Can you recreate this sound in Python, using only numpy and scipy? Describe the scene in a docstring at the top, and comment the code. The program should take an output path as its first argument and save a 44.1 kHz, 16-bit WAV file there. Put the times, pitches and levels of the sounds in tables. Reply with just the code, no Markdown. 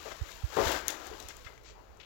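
"""A cut branch falls past a house. First its twigs swish, scrape and snap on the way down.
Just after half a second the limb thuds on the soil and bounces, its wood rings and the twigs thrash.
Near one second a twig cracks sharply; then the heap settles with small knocks, snaps and scrapes.
All along, the left microphone hears the yard and its echo, while the right one is covered,
nearly deaf, and now and then bumped by a hand."""
import sys
import numpy as np
from scipy import signal
from scipy.fft import rfft, irfft, next_fast_len
from scipy.io import wavfile
from scipy.ndimage import uniform_filter1d

SR = 44100
rng = np.random.default_rng(int(sys.argv[2]) if len(sys.argv) > 2 else 0)


def output_pcm(signal):
    """Save a mono or channel-first signal as 16-bit PCM at the path in sys.argv[1].

    Samples are clipped to [-1, 1] before scaling.
    """
    pcm = np.clip(np.atleast_2d(signal).T, -1, 1) * 32767
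    wavfile.write(sys.argv[1], SR, np.round(pcm).astype(np.int16))


N = 90404


def amp(db):
    """Turn decibels into a gain; amp(-60 * t / fade) dies away by 60 dB in `fade` seconds."""
    return 10 ** (np.asarray(db) / 20)


def unit(x):
    """Scale a sound to an average strength (rms) of 1."""
    return x / np.sqrt(np.mean(x ** 2) + 1e-20)


def along(points, hz):
    """Read between the rows of a (frequency, value) table, on a scale of octaves."""
    f, v = np.transpose(points)
    return np.interp(np.log(hz + 1), np.log(f + 1), v)


def filtered(x, response):
    """Turn each frequency up or down by the gain response(hz)."""
    n = x.shape[-1]
    padded = next_fast_len(n + 8192)
    gains = response(np.fft.rfftfreq(padded, 1 / SR))
    return irfft(rfft(x, padded) * gains, padded)[..., :n]


def coloured(x, tone):
    """Give a sound the tone of a (frequency, level) table, at strength 1."""
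    return unit(filtered(x, lambda hz: amp(along(tone, hz))))


def noise(tone, n=N):
    """Steady noise with the given tone, at strength 1."""
    return coloured(rng.standard_normal(n), tone)


def dulled(x, cutoff_hz):
    """Soften the treble above the cutoff."""
    return signal.sosfilt(signal.butter(2, cutoff_hz, fs=SR, output="sos"), x)


def add(track, start, sound):
    """Mix a sound into the track at `start` seconds."""
    part = track[max(round(start * SR), 0):][:len(sound)]
    part += sound[:len(part)]


# The tone of the outdoor air: f/Hz, level/dB
AIR_TONE = [(25, 5.5), (60, 1), (110, 0.5), (200, -6), (450, 2.5), (900, -6.5), (2000, -16.5),
            (7200, -21.5), (8800, -42), (15000, -28)]

def air():
    """The yard's quiet, steady background."""
    return amp(-56.5) * noise(AIR_TONE)


# The tone of a hand holding the microphone: f/Hz, level/dB
HAND_TONE = [(15, -17), (35, 2.5), (65, 9), (110, -23), (200, -18.5), (500, -48.5), (2000, -43),
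             (2800, -27), (3500, -46), (8000, -52), (14000, -40)]

def hand_rumble():
    """The hand makes a steady low rumble on the covered microphone."""
    return amp(-54.5) * noise(HAND_TONE)


def ticks(per_second=2200, spread_db=3, hiss_share=0.28):
    """Lots of tiny touches of uneven size, over a smooth hiss."""
    size = amp(spread_db * np.minimum(rng.exponential(size=N), 4))
    hits = (rng.random(N) < per_second / SR) * size * rng.choice([-1, 1], N)
    return np.sqrt(1 - hiss_share) * unit(hits) + np.sqrt(hiss_share) * rng.standard_normal(N)


def taps(per_second=450, middle_hz=2007, spread_octaves=0.74, ring_cycles=14):
    """Many small twigs touch, each ringing briefly at its own pitch."""
    out, t = np.zeros(N), np.arange(SR // 30) / SR
    tries = N // 30
    pitches = np.clip(middle_hz * 2 ** (spread_octaves * rng.standard_normal(tries)), 500, 7500)
    for hz in pitches:
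        when, chance, size = rng.random(3)
        if chance < per_second * N / SR / tries:
            gain = amp(-3 * np.log(size + 0.027))  # mostly soft, a few loud
            shape = (1 - np.exp(-hz * t)) * np.exp(-hz * t / ring_cycles)
            add(out, when * N / SR, gain * shape * np.sin(2 * np.pi * hz * t))
    return unit(out)


# How hard the twigs thrash: t/s, thin twigs' relative level/dB, thick twigs' relative level/dB
THRASHING = [(0, -53.5, -53.5), (0.072, -50, -56.5), (.13, -53, -60), (.22, -56, -55), (.27, -53.5, -59),
             (.3, -51, -58), (.39, -55.5, -66), (.48, -55, -60.5), (.55, -45.5, -47), (.61, -40.5, -39.5),
             (0.678, -35.5, -33), (0.769, -41, -40.5), (.84, -55, -52), (0.896, -44, -44),
             (.98, -55, -49.5), (1.07, -50, -51.5), (1.11, -55, -50.5), (1.22, -53.5, -59.5),
             (1.34, -58, -59), (1.43, -58, -68), (1.5, -61.5, -59), (1.6, -70, -70), (1.95, -74.5, -64)]
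# The tone of thin twigs crackling: f/Hz, level/dB
CRACKLE_TONE = [(100, -49), (300, -5), (900, -5.5), (1800, -3.5), (3500, -0.5), (5500, -3), (7200, -2.5),
                (8600, -17.5), (9800, -20.5), (10800, -13), (15500, -12.5)]
# The tone of thick twigs clattering: f/Hz, level/dB
CLATTER_TONE = [(80, -19), (190, -18.5), (300, -1), (450, 0), (700, -1.5), (1200, -1.5), (1700, -6),
                (2600, -16), (6000, -42.5)]

def twigs():
    """Thin twigs crackle and tap, thick ones clatter, as the branch falls, lands and sways."""
    t = np.arange(N) / SR
    times, thin_db, thick_db = np.transpose(THRASHING)
    thin = amp(4) * coloured(ticks(), CRACKLE_TONE) + amp(0.5) * taps()
    thick = amp(4.5) * coloured(ticks(), CLATTER_TONE)
    return amp(np.interp(t, times, thin_db)) * thin + amp(np.interp(t, times, thick_db)) * thick


# Strokes of rubbing wood: t/s, length/s, level/dB, middle f/Hz, width/octaves
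SCRAPE_STROKES = [(0.053, 0.029, -40, 460, 0.64), (0.105, 0.017, -39, 554, 1.46),
                  (1.283, 0.026, -46, 2500, 4.5), (1.444, 0.023, -51, 2900, 1),
                  (1.463, 0.0083, -46.5, 1790, 0.49), (1.64, .07, -51.5, 2780, 2.1),
                  (1.748, 0.056, -54, 870, 0.33), (1.999, .015, -49, 2620, 0.55),
                  (2.025, .025, -54, 2900, 0.46)]

def scrapes(rise_share=0.15, fall_s=0.012):
    """Bark and twigs rub in short, gritty strokes, each around its own pitch."""
    out, t = np.zeros(N), np.arange(N) / SR
    for start, length, db, middle_hz, octaves in SCRAPE_STROKES:
        def band(hz):
            peak = 1 / (1 + (np.log2((hz + 1) / middle_hz) / octaves) ** 2)
            treble_cut = 1 / np.sqrt(1 + (hz / 7600) ** 36)
            bass_cut = hz ** 2 / (hz ** 2 + 220 ** 2)
            return peak * treble_cut * bass_cut
        rise = np.clip((t - start) / (rise_share * length), 0, 1)
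        fall = np.exp(-np.maximum(t - start - length, 0) / fall_s)
        out += amp(db) * rise * fall * unit(filtered(ticks(), band))
    return out


# Sticks hitting each other: t/s, level/dB
STICK_HITS = [(.116, -41), (.288, -43.5), (.762, -30), (.889, -37), (1.062, -45), (1.305, -43),
              (1.448, -49), (1.469, -39)]
# The notes a stick rings with: f/Hz, level/dB, fade/s
STICK_NOTES = [(1287, -3.5, 0.052), (1620, -2, 0.065), (1787, -7, .05), (2096, 1, 0.047), (2490, -24, .05),
               (3456, -6.5, 0.061)]

def knocks():
    """Finger-thick sticks knock together and ring briefly, never twice quite alike."""
    out, t = np.zeros(N), np.arange(SR // 6) / SR
    rise = 1 - np.exp(-t / 0.0006)
    for start, db in STICK_HITS:
        ring = np.zeros(len(t))
        for hz, note_db, fade in STICK_NOTES:
            shape = amp(note_db + rng.normal(0, 1.7) - 60 * t / fade)
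            ring += shape * np.sin(2 * np.pi * (hz * t + rng.random()))
        add(out, start, amp(db) * rise * ring)
    return out


# Twigs breaking: t/s, level/dB, ring f/Hz, treble cutoff f/Hz, fade/s
TWIG_BREAKS = [(0.1677, -39, 7000, 12000, .004), (0.317, -33, 3770, 6940, 0.0098),
               (.369, -36.5, 13000, 15130, 0.0034), (.453, -37.5, 12100, 14000, .004),
               (0.6436, -31, 4100, 4620, 0.0076), (0.676, -26, 3500, 4500, 0.007),
               (0.7183, -19.5, 12800, 16000, 0.0064), (0.722, -14, 2800, 4000, 0.0071),
               (0.8819, -7.5, 6360, 17000, 0.0042), (0.9003, -18, 3560, 4000, 0.012),
               (0.905, -16.5, 7500, 8000, 0.0048), (1.0691, -34.5, 6700, 14100, 0.012),
               (1.173, -45, 7000, 14200, 0.006), (1.201, -29, 3940, 8360, 0.014),
               (1.225, -33, 5550, 6500, 0.016), (1.2859, -29.5, 5880, 15000, 0.011),
               (1.3678, -33.5, 6900, 15000, 0.0061), (1.578, -35, 2240, 3500, .01),
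               (1.6353, -49, 3990, 12000, 0.012), (1.972, -48, 6000, 9000, 0.0071),
               (1.9992, -35, 2800, 2800, .014)]
# The tone of the crack: f/Hz, level/dB
CRACK_TONE = [(300, -33), (1500, -17), (4600, -18), (6400, 3), (9000, -8.5), (11500, -4.5), (15500, -4.5)]

def snaps(splinter_fade_s=0.052):
    """A twig breaks with a sharp crack, a brief ring and a trail of splintering fibres."""
    out, t = np.zeros(N), np.arange(SR // 6) / SR
    for start, db, hz, cutoff_hz, fade in TWIG_BREAKS:
        burst = amp(-60 * t / fade) * (1 - np.exp(-t / 0.0001))
        crack = coloured(rng.standard_normal(len(t)) * burst, CRACK_TONE) * np.sqrt(np.mean(burst ** 2))
        ring = amp(-5) * burst * np.sin(2 * np.pi * hz * t)
        splinters = noise(CRACKLE_TONE, len(t)) * amp(-20.5 - 60 * t / splinter_fade_s)
        add(out, start, amp(db) * dulled(crack + ring + splinters, cutoff_hz))
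    return out


# The hand's bumps: t/s, level/dB, f/Hz
HAND_BUMPS = [(0.222, -21, 74), (.446, -18, 75), (0.612, -27, 65), (0.669, -25.5, 82), (1.259, -37, 62),
              (1.4655, -39, 87)]

def hand_bumps(rise_s=0.0068, fall_s=0.01, sag_per_s=34):
    """The hand nudges the covered microphone: soft, deep bumps that sag in pitch."""
    out = np.zeros(N)
    t = np.arange(-SR // 40, SR // 12) / SR  # zero at the height of the bump
    for when, db, hz in HAND_BUMPS:
        cycles = hz * (1 - np.exp(-sag_per_s * t)) / sag_per_s
        shape = np.exp(-np.where(t < 0, (t / rise_s) ** 2, np.abs(t / fall_s) ** 1.23))
        add(out, when + t[0], -amp(db) * shape * np.sin(2 * np.pi * cycles))
    return out


# The limb lands and rocks: t/s, ring level/dB, thud level/dB, treble cutoff f/Hz
LIMB_BLOWS = [(0.5669, -26, -19, 1710), (.585, -23.5, -20, 1400), (.606, -33, -23.5, 1160),
              (.629, -36, -27, 1000), (.655, -38, -32.5, 686), (.68, -33, -33, 600),
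              (1.112, -34.5, -35, 357), (1.203, -42.5, -40, 384)]
# The notes the limb rings with: f/Hz, level/dB, fade/s
LIMB_NOTES = [(291, -9, 0.19), (319, -13.5, 0.24), (379.7, -2.5, 0.25), (433, 3.5, 0.11), (549, -5, 0.44),
              (615, -9.5, 0.22), (664, -10, 0.28), (743, -8.5, 0.32), (911, -5.5, 0.28), (1047, 6, 0.059),
              (1183, -7, 0.23), (1346, -5, 0.11)]
# The tone of the thud on soil: f/Hz, level/dB
SOIL_TONE = [(40, -23), (90, -11), (190, -9), (320, 0.5), (500, 0.5), (900, -2), (1400, -6), (2200, -9.5),
             (5000, -30)]

def limb(thud_fade_s=0.13):
    """Each blow rings the wood and thuds on the soil; the later, softer blows are duller."""
    out, t = np.zeros(N), np.arange(SR // 2) / SR
    rise = 1 - np.exp(-t / 0.0019)
    for start, ring_db, thud_db, cutoff_hz in LIMB_BLOWS:
        ring = np.zeros(len(t))
        for hz, note_db, fade in LIMB_NOTES:
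            ring += amp(note_db + rng.normal(0, 1.5) - 60 * t / fade) * np.sin(2 * np.pi * hz * t)
        thud = noise(SOIL_TONE, len(t)) * amp(-60 * t / thud_fade_s)
        blow = rise * (amp(ring_db) * ring + amp(thud_db) * thud)
        add(out, start, dulled(blow, cutoff_hz))
    return out


# The tone of the landing's rumble: f/Hz, level/dB
LANDING_TONE = [(20, -22), (45, 9), (70, 6), (110, -17), (200, -16), (600, -65)]

def landing_rumble(peak_s=0.62, rise_s=0.011, fall_s=0.15):
    """A low rumble swells with the landing and dies away."""
    t = np.arange(N) / SR - peak_s
    swell = np.exp(np.minimum(t / rise_s, -t / fall_s))
    return amp(-41.5) * swell * noise(LANDING_TONE)


# How long the yard echoes: f/Hz, fade/s
ECHO_FADES = [(200, 0.38), (1500, 0.7), (6000, 0.34), (14000, 0.2)]

def yard_echo(x, wall_delay_s=0.005):
    """The house wall and garden throw the sound back; the highest treble dies first."""
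    hz, t, bands = signal.stft(rng.standard_normal(SR // 2), SR, nperseg=256)
    fading = amp(-60 * t / along(ECHO_FADES, hz)[:, None])
    _, tail = signal.istft(bands * fading, SR, nperseg=256)
    out = np.zeros(N)
    add(out, wall_delay_s, signal.fftconvolve(x, tail / np.linalg.norm(tail)))
    return out


# What the cover lets through: f/Hz, level/dB
COVER_TONE = [(30, 1), (80, 3), (170, -6.5), (300, -25), (500, -35.5), (1200, -43.5), (2000, -46),
              (2800, -32), (4200, -33), (6000, -57), (11000, -37), (14000, -28)]
# The tone of the blur under the cover: f/Hz, level/dB
BLUR_TONE = [(40, 3), (150, 8), (400, -6.5), (1200, -17), (2000, -32), (3200, -24), (6000, -49)]

def covered(x, smooth_s=0.013):
    """The cover muffles the yard; a dull blur of noise follows the yard's loudness."""
    loudness = np.sqrt(np.abs(uniform_filter1d(x ** 2, round(smooth_s * SR))))
    muffled = filtered(x, lambda hz: amp(along(COVER_TONE, hz)))
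    return muffled + amp(-26) * loudness * noise(BLUR_TONE)


def scene():
    """The open microphone is on the left, the covered one on the right."""
    branch = twigs() + scrapes() + knocks() + snaps() + limb()
    outdoors = air() + branch + landing_rumble() + amp(-11.5) * yard_echo(branch)
    return np.array([outdoors, covered(outdoors) + hand_rumble() + hand_bumps()])


def record(dry, low_hz=20, top_hz=16100):
    """The recorder drops the deepest bass and the very highest treble."""
    return filtered(dry, lambda hz: (hz < top_hz) * hz ** 4 / (hz ** 4 + low_hz ** 4))


dry = scene()
out = record(dry)
output_pcm(out)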